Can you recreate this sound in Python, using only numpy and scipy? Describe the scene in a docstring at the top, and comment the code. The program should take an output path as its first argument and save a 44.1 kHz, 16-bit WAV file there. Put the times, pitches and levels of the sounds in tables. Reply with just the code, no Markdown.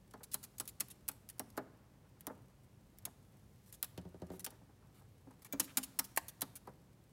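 """Cockatiel in a dollhouse

A quiet room, the microphone close to a cockatiel walking on a dollhouse's hard plastic floor.
Its claws tick as they land and scrape as they lift; each foot's weight rings the floor panel.
Midway the house shell gives a run of soft thumps. Near the end a claw clinks a small stiff toy and
loose plastic gives a close, hollow knock. Behind it all lie the room's tail, low air and faint hiss."""
import sys
import numpy as np
from scipy import signal
from scipy.fft import rfft, irfft
from scipy.io import wavfile
from scipy.ndimage import uniform_filter1d

SR = 44100
rng = np.random.default_rng(int(sys.argv[2]) if len(sys.argv) > 2 else 0)


def wrap_up_sound(samples):
    """Save the sound to the file named by the first command line argument, as 16-bit audio."""
    columns = np.atleast_2d(samples).T
    # keep every value between -1 and 1, then stretch to whole-number steps
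    tamed = np.clip(columns, -1, 1)
    steps = np.round(tamed * 32767).astype(np.int16)
    wavfile.write(sys.argv[1], SR, steps)


N = 313992

# steps, claw and weight landing together: start_s, claw_db, middle_re_claw_db, skid (0-1),
# early_toe_lead_s (0 for none), claw_ring_hz, weight_db, clack_re_weight_db, floor_hz
STEPS = [(0.1367, -63, -1.5, .2, 0, 4590, -55, 0, 394), (0.3427, -32, -14, .22, .007, 4100, -58.5, 4, 355),
         (0.5993, -36, -12, .33, .0163, 8900, -54.5, 1, 338),
         (0.8055, -31.5, -13, .42, .005, 7100, -58.5, 1, 328),
         (1.0866, -33, -15, .2, .0063, 3400, -59.5, 5, 340),
         (1.3954, -37.5, -13, .08, 0, 5660, -49, -.5, 330),
         (1.5755, -46.5, -6.5, .35, .0065, 4160, -41.5, 0, 375),
         (2.2686, -40, -12.5, .03, 0, 5700, -48, -2, 332), (3.0529, -37.5, -12, .3, 0, 6550, -63, 1.5, 352),
         (3.828, -32, -11, .03, 0, 4370, -70, 12, 358), (4.4444, -39, -15, .88, 0, 5400, -72, 0, 400),
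         (4.464, -44, -2.5, .08, 0, 9100, -58, 3, 406), (5.531, -46, -4, .1, 0, 6800, -42.5, -9, 265),
         (5.5976, -28, -12, .95, 0, 5220, -45.5, -3, 268),
         (5.7715, -27.5, -10, .42, 0, 7300, -44.5, -4, 268),
         (5.9897, -28.5, -12.5, .9, 0, 5560, -52, 4.5, 307),
         (6.1737, -30, -9.5, .33, .0108, 1980, -66, 0, 310),
         (6.4182, -32.5, -10, .27, .0088, 3980, -49, .5, 322),
         (6.6725, -64, -4, .2, 0, 4700, -54, 1.5, 434)]
# a sole settling without its claws: start_s, weight_db, clack_re_weight_db, floor_hz
SOLES = [(0.206, -68, 7, 418), (2.298, -52, 1.5, 450), (3.07, -63, 3.5, 312), (4.52, -65.5, -2, 352),
         (4.613, -66, -6, 274), (4.69, -66, -5, 326), (5.012, -71.5, 1.5, 330), (5.268, -56, -11, 280),
         (5.306, -68, 2, 368)]
# a lone claw tip touching, no weight on it: start_s, level_db, skid (0-1)
TOUCHES = [(0.11, -64, .35), (0.4377, -48.5, .45), (0.607, -44, .17), (0.655, -57, .15), (0.885, -57, .08),
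           (1.1152, -54.5, .25), (1.2992, -49.5, .17), (1.383, -66, .15), (1.502, -63, .2),
           (2.2084, -53, .05), (2.986, -56, .07), (3.8434, -43.5, .45), (4.013, -72, .3), (4.267, -70, .3),
           (4.5051, -57.5, .25), (5.31, -70, .15), (5.642, -52.5, .7)]
# a lifting claw catches, then drags: start_s, length_s, rasp_db, middle_re_rasp_db (before trim), catch_db
DRAGS = [(0.233, .011, -52, -15, -55), (0.315, .024, -53.5, -21, -66), (0.429, .022, -55, -10, -59),
         (0.6769, .018, -51, -18, -45.5), (0.9015, .015, -53.5, -14.5, -64), (1.2896, .016, -58, -9, -50.5),
         (3.661, .046, -69.5, -9, -76), (3.7264, .028, -59, -15, -52), (4.317, .055, -67.5, -5.5, -75),
         (4.395, .013, -53, -13, -52), (4.945, .06, -74.5, 0, -78), (5.419, .011, -63, -6, -72),
         (5.4472, .022, -60, -1, -55), (5.618, .038, -55.5, -12, -64), (5.678, .04, -72, 11, -76),
         (5.776, .008, -35, -9.5, -48), (5.83, .016, -43.5, -14, -57), (6.0425, .012, -52, -18, -53),
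         (6.283, .015, -51, -14, -46), (6.5552, .017, -51.5, -12, -52)]
# colour of a claw on plastic: frequency_hz, gain_db
CLAW_COLOUR = [(800, -9), (2000, 1), (3500, -3.5), (5000, -4), (7300, -1), (8300, -0.5), (10700, 3),
               (12500, -0.5), (14500, -2), (16000, -9.5)]
# modes of the floor panel: pitch_hz, level_db, t60_s
FLOOR_MODES = [(138.4, -9, 0.137), (199, -5, 0.13), (263.8, 1.5, 0.11), (300, -3, 0.083), (402.6, -6, 0.13),
               (465, -7.5, 0.11), (521, -6, 0.099), (615, -5.5, 0.091), (730, -5.5, 0.061),
               (826.6, -7.5, 0.097), (912, -5, 0.081), (1042, -5, 0.057), (1179, -10.5, 0.091),
               (1314, -8, 0.058), (1628, -11, 0.055), (1786, -23, .05)]
# soft bumps of the whole house: start_s, body_db, bass_re_body_db, click_db
THUMPS = [(3.977, -48.5, 1, -56.5), (4.052, -55, 4, -78), (4.143, -54, -3, -80), (4.219, -47, -2, -67),
          (4.302, -47, -6, -69), (4.335, -52.5, -15, -76)]
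# modes of the house shell: pitch_hz, level_db, t60_s
SHELL_MODES = [(85, -5.5, 0.12), (113, -3.5, 0.14), (147, -8, .08), (179, 0, 0.11), (253, -3, 0.061),
               (339, -4, 0.049), (382, 0, 0.08), (534, -8, 0.073), (621, -1.5, 0.069), (699, -4.5, 0.063),
               (800, -1.5, 0.064), (920, -3, 0.092), (1240, -11, .05)]
# a claw catches a small stiff toy: start_s, gain_db
CLINK = (5.5256, -38)
# modes of that toy: pitch_hz, level_db, t60_s
CLINK_MODES = [(2340, -6.5, 0.078), (3400, -11, 0.058), (5850, -14, 0.048), (6640, -7.5, 0.071),
               (7900, -10, .04), (11980, 0, .03), (13450, -4, .03), (15600, 3, .03)]
# a hollow knock near the microphone: start_s, gain_db
KNOCK = (6.1748, -32.7)
# modes of the knocked plastic: pitch_hz, level_db, t60_s
KNOCK_MODES = [(298, -15, 0.12), (604, -8, 0.034), (700, -6.5, 0.058), (790, -0.5, .035), (870, 0.5, 0.048),
               (932, -1, 0.058), (1067, -0.5, 0.043), (1190, -4.5, 0.032), (1560, -0.5, 0.026),
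               (1805, 2, 0.029), (1890, 0, 0.023), (2191, -11, 0.032), (2760, -6, 0.033)]
# decay of the room's tail: frequency_hz, t60_s
ROOM_DECAY = [(150, 0.7), (800, .5), (4000, 0.64), (9000, 0.4), (15000, .4)]
# level of the room's tail: frequency_hz, gain_db
ROOM_COLOUR = [(150, -5.5), (800, -13.5), (4000, -17.5), (9000, -21), (15000, -25.5)]
# spectrum of the room's air: frequency_hz, relative_db
AIR_COLOUR = [(15, -52), (25, -37), (48, -6.5), (86, -5), (116, -0.5), (165, -7), (200, -6.5), (235, -11.5),
              (352, -16.5), (587, -21), (710, -25.5), (769, -23.5), (1390, -33.5), (1680, -32),
              (15800, -46.5)]
# faint hiss that swells as the bird moves: time_s, level_db (before trim)
HISS_SWELL = [(0.0, -78), (0.18, -77), (0.54, -73), (1.09, -77), (1.47, -75), (1.7, -79), (2.97, -78),
              (3.9, -73), (4.0, -76), (4.26, -76), (4.38, -73), (4.7, -78), (5.31, -77), (5.49, -76),
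              (5.65, -66), (6.9, -78), (7.12, -78)]

USUAL_WEIGHT_DB = -52  # an ordinary footfall
FAINT_DB = -54  # below this a claw's touch grows duller


def amp(db):
    """Decibels to gain."""
    return 10 ** (np.asarray(db) / 20)


def unit_rms(x, span_s=None):
    """Scales to rms 1 over the first span_s, or over all."""
    head = x if span_s is None else x[:int(span_s * SR)]
    return x / np.sqrt(np.mean(head ** 2) + 1e-20)


def curve_at(points, hz):
    """Reads a table on a log-frequency axis."""
    points_hz, values = np.transpose(points)
    return np.interp(np.log(hz + 1), np.log(points_hz), values)


def hump(hz, centre_hz, octaves):
    """A bell curve of height 1 on a log-frequency axis."""
    return np.exp(-(np.log2((hz + 1) / centre_hz) / octaves) ** 2)


def fade(t, t60):
    """Exponential decay, 60 dB in t60 seconds."""
    return np.exp(-np.log(1000) * t / t60)


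def add(mix, start_s, sound):
    """Mixes a sound in at start_s."""
    part = mix[max(round(start_s * SR), 0):][:len(sound)]
    part += sound[:len(part)]


def band(x, lo_hz, hi_hz, order=3):
    """Causal band-pass."""
    sos = signal.butter(order, [lo_hz, min(hi_hz, .49 * SR)], "band", fs=SR, output="sos")
    return signal.sosfilt(sos, x)


def coloured(x, db_at, size=2048):
    """Minimum-phase filter whose gain in dB is db_at(hz)."""
    log_gain = np.log(amp(db_at(abs(np.fft.fftfreq(size, 1 / SR)))))
    taps = np.fft.ifft(np.exp(np.conj(signal.hilbert(log_gain)))).real
    return signal.fftconvolve(x, taps[:size // 2])[:len(x)]


def ring(modes, t, scatter_db, detune):
    """Modes struck at a random spot, which changes their weights and signs."""
    hz, db, t60 = np.transpose(modes)[:, :, None]
    weight, shift, side = rng.standard_normal((3, len(modes), 1))
    waves = np.sign(side) * np.sin(2 * np.pi * hz * (1 + detune * shift) * t)
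    return (amp(db + scatter_db * weight) * fade(t, t60) * waves).sum(0)


def claw_contacts(toe_db=-12, toe_skid=.25, touch_skid=.16, light_middle_db=-12.5, click_ring_hz=3000):
    """Every claw strike and thump click: start_s, level_db, middle_re_treble_db, skid, ring_hz."""
    firm = [(s, db, middle_db, skid, hz) for s, db, middle_db, skid, _, hz, *_ in STEPS]
    early_toes = [(s - lead_s, db + toe_db, toe_skid) for s, db, _, _, lead_s, *_ in STEPS if lead_s > 0]
    catches = [(s, catch_db, touch_skid) for s, *_, catch_db in DRAGS]
    clicks = [(s, click_db, 3, touch_skid, click_ring_hz) for s, *_, click_db in THUMPS]
    light = []
    for start_s, db, skid in early_toes + TOUCHES + catches:
        middle_db = light_middle_db + .4 * max(FAINT_DB - db, 0)
        ring_hz = rng.choice(firm)[-1]  # rings like any one of the steps
        light.append((start_s, db, middle_db, skid, ring_hz))
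    return firm + clicks + light


def claw_taps(chatter_s=.006, spike=19, rebound=.3, ripple_db=2, ring_db=6, walls_db=-16):
    """A hard tip strikes and chatters; dense plastic modes and the close walls smear it briefly."""
    out, t = np.zeros(N), np.arange(SR // 8) / SR
    grid_hz = np.linspace(1, SR / 2, 80)
    for start_s, db, middle_db, skid, ring_hz in claw_contacts():
        clean = (1 - skid) ** 5  # a clean hit is sharper and brighter than a skid
        sharpness = .1 + .55 * clean
        db_per_octave = 2.2 + 5.3 * clean - .45 * max(FAINT_DB - db, 0)
        tilt = lambda hz: db_per_octave * np.log2(np.maximum(hz, 5000) / 9000)
        # each claw and spot has one clear resonance among lesser peaks and dips
        ripple = np.column_stack([grid_hz, ripple_db * rng.standard_normal(len(grid_hz))])
        spot = lambda hz: curve_at(ripple, hz) + ring_db * hump(hz, ring_hz, octaves=.07)
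        after_chatter = np.maximum(t - chatter_s * skid, 0)
        smear = fade(after_chatter, t60=.021) + amp(walls_db) * fade(after_chatter, t60=.06)
        crack = 7 * sharpness ** 2 * fade(t, t60=.002)
        tick = rng.standard_normal(len(t)) * (smear + crack)
        tick[:2] += spike * sharpness * np.array([1, -.9])  # first contact: a push and its release
        add(tick, rng.uniform(.0006, .003), rebound * tick)
        tick = coloured(tick, lambda hz: curve_at(CLAW_COLOUR, hz) + spot(hz) + tilt(hz))
        middle = rng.standard_normal(len(t)) * fade(after_chatter, t60=.051)
        middle[0] += spike * sharpness / 2
        middle = coloured(middle, spot)
        add(out, start_s, amp(db) * unit_rms(band(tick, 4440, 20000), span_s=.006))
        add(out, start_s, amp(db + middle_db) * unit_rms(band(middle, 1280, 5580), span_s=.0047))
    return out


def claw_scrapes(slips_per_s=2500, spread_db=3, middle_trim_db=-1):
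    """A dragged claw slips in many tiny clicks, each ringing the plastic briefly."""
    out = np.zeros(N)
    for start_s, length_s, db, middle_db, _ in DRAGS:
        t = np.arange(int((length_s + .05) * SR)) / SR
        sizes = amp(spread_db * np.minimum(rng.exponential(1, len(t)), 4)) * rng.choice([-1, 1], len(t))
        slips = sizes * (rng.random(len(t)) < slips_per_s / SR) * (t < length_s)
        plastic = rng.standard_normal(len(t)) * fade(t, t60=.037)
        plastic[0] += 8  # the slip's own click
        rasp = signal.fftconvolve(slips, plastic)[:len(t)]
        treble = band(coloured(rasp, lambda hz: curve_at(CLAW_COLOUR, hz)), 3000, 20000)
        middle = band(rasp, 650, 3300)
        add(out, start_s, amp(db) * unit_rms(treble, length_s))
        add(out, start_s, amp(db + middle_db + middle_trim_db) * unit_rms(middle, length_s))
    return out


def floor_loads(soft_hz=760, hard_hz=1180, hard_margin_db=15.5, sag_octaves_per_db=.015):
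    """Every load on the floor: start_s, weight_db, clack_re_weight_db, floor_hz, clack_hz."""
    steps = []
    for start_s, claw_db, *_, weight_db, clack_db, floor_hz in STEPS:
        # a heavier step clacks lower, but one led by its claw clacks high
        sagged_hz = soft_hz * 2 ** (-sag_octaves_per_db * (weight_db - USUAL_WEIGHT_DB))
        clack_hz = hard_hz if claw_db - weight_db > hard_margin_db else sagged_hz
        steps.append((start_s, weight_db, clack_db, floor_hz, clack_hz))
    return steps + [(*sole, soft_hz) for sole in SOLES]


def blow(sound, body_db, bass_db, clack_db):
    """The softness of the contact shares a blow out: bass and clack are set relative to the body."""
    registers = [(bass_db, band(sound, 65, 195)), (0, band(sound, 186, 618)),
                 (clack_db, band(sound, 560, 1830))]
    return amp(body_db) * sum(amp(db) * unit_rms(part, span_s=.027) for db, part in registers)


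def footfalls(weak_gain=.68, press_s=.0015, floor_lift_db=8.5, clack_lift_db=5, octaves=.42):
    """The bird's weight rings the floor panel: strong modes among many weak ones, favoured by the spot."""
    out, t = np.zeros(N), np.arange(SR // 3) / SR
    for start_s, db, clack_db, floor_hz, clack_hz in floor_loads():
        bass_db = -8.5 - .45 * (db - USUAL_WEIGHT_DB)  # heavier steps favour the body
        weak = band(rng.standard_normal(len(t)), 207, 1300, order=1) * fade(t, t60=.088)
        strong = ring(FLOOR_MODES, t, scatter_db=1.5, detune=.017)
        panel = unit_rms(strong) + weak_gain * unit_rms(weak)
        panel *= 1 - np.exp(-t / press_s)  # the padded toe takes a moment to press
        spot = lambda hz: (floor_lift_db * hump(hz, floor_hz, octaves)
                           + clack_lift_db * hump(hz, clack_hz, octaves))
        add(out, start_s, blow(coloured(panel, spot), db, bass_db, clack_db))
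    return out


def house_thumps(settle_s=.0115, settle_gain=.46, rattle_gain=.32):
    """The shell is bumped at one spot; each time it settles with a second bump and loose parts rattle."""
    out, t = np.zeros(N), np.arange(SR // 3) / SR
    shell = unit_rms(ring(SHELL_MODES, t, scatter_db=1, detune=.004))
    for start_s, db, bass_db, _ in THUMPS:
        rattle = band(rng.standard_normal(len(t)), 100, 1300, order=1) * fade(t, t60=.12)
        bump = shell + rattle_gain * unit_rms(rattle)
        add(bump, settle_s * rng.uniform(.916, 1.094), settle_gain * shell)
        add(out, start_s, blow(bump, db, bass_db, clack_db=-9.5))
    return out


def struck_plastic(event, modes):
    """One hard blow on a loose piece of plastic, too small to radiate bass."""
    out, t = np.zeros(N), np.arange(SR // 4) / SR
    start_s, db = event
    piece = ring(modes, t, scatter_db=-1, detune=.0023)
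    add(out, start_s, amp(db) * band(piece, 300, 20000, order=2))
    return out


def fidgets(ticks_per_s=12, softest_db=-77.5, spread_db=2.2):
    """Toes and feathers keep making ticks, barely audible even this close."""
    t = np.arange(SR // 16) / SR
    onsets = rng.random(N) < ticks_per_s / SR
    sizes = amp(softest_db + spread_db * np.minimum(rng.exponential(1, N), 3))
    burst = rng.standard_normal(len(t)) * fade(t, t60=.035)
    tick = band(coloured(burst, lambda hz: curve_at(CLAW_COLOUR, hz) / 2), 1000, 20000)
    return signal.fftconvolve(onsets * sizes, unit_rms(tick, span_s=.0045))[:N]


def shuffle(stroke_db=3, stroke_s=.025, rest_db=-83, step_db=-75, follow=.55, rise_t60=.15, fall_t60=1.3):
    """Dull, uneven brushing carried by the floor panel; it swells around each shift of weight."""
    t, knots = np.arange(N) / SR, np.arange(0, N / SR, stroke_s)
    brush = unit_rms(band(rng.standard_normal(N), 350, 1400, order=2))
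    strokes = np.interp(t, knots, rng.standard_normal(N)[:len(knots)])
    swells = []
    for start_s, db, *_ in floor_loads() + THUMPS:
        peak = amp(step_db + follow * (db - USUAL_WEIGHT_DB))
        t60 = np.where(knots < start_s, rise_t60, fall_t60)
        swells.append(peak * fade(abs(knots - start_s), t60))
    level = np.hypot(amp(rest_db), np.linalg.norm(swells, axis=0))
    return np.interp(t, knots, level) * amp(stroke_db * strokes) * brush


def room_tail(onset_s=.012):
    """A diffuse tail that builds up after the direct sound, each band dying at its own speed."""
    hz, t, noise = signal.stft(rng.standard_normal(SR), SR, nperseg=256)
    t60 = curve_at(ROOM_DECAY, hz)[:, None]
    unit_energy = np.sqrt(2 * np.log(1000) / (t60 * SR))
    colour = amp(curve_at(ROOM_COLOUR, hz))[:, None]
    tail = signal.istft(noise * fade(t, t60) * unit_energy * colour, SR, nperseg=256)[1]
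    return tail * (1 - np.exp(-np.arange(len(tail)) / (onset_s * SR)))


def room_scatter(x, directions=3):
    """Successive instants of a hit leave in different directions, and each meets another tail."""
    direction = np.arange(N) // 64 % directions
    shares = [uniform_filter1d(1. * (direction == k), size=32) for k in range(directions)]
    return sum(signal.fftconvolve(x * share, room_tail())[:N] for share in shares)


def room_air(level_db=-63.5, hiss_trim_db=-3.8):
    """Room tone at the microphone: steady low noise under a faint, swelling hiss."""
    colour = amp(curve_at(AIR_COLOUR, np.fft.rfftfreq(N, 1 / SR)))
    steady = unit_rms(irfft(rfft(rng.standard_normal(N)) * colour, N))
    swell = amp(np.interp(np.arange(N) / SR, *np.transpose(HISS_SWELL)) + hiss_trim_db)
    hiss = unit_rms(band(rng.standard_normal(N), 2500, 16000, order=1))
    return amp(level_db) * steady + swell * hiss


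def scene(knock_wet=.57):
    """Bird, house and room at one microphone; the knock is close and so drier."""
    claws = claw_taps() + claw_scrapes() + fidgets() + struck_plastic(CLINK, CLINK_MODES)
    house = footfalls() + house_thumps()
    knock = struck_plastic(KNOCK, KNOCK_MODES)
    reverb = room_scatter(claws) + signal.fftconvolve(house + knock_wet * knock, room_tail())[:N]
    return (claws + house + knock + reverb + shuffle() + room_air())[None]


def record(dry):
    """The recorder's band limit: a steep low-pass near 16 kHz."""
    lowpass = signal.firwin(255, 16050, window=("kaiser", 9), fs=SR)
    return signal.oaconvolve(dry, lowpass[None], "same")


dry = scene()
out = record(dry)
wrap_up_sound(out)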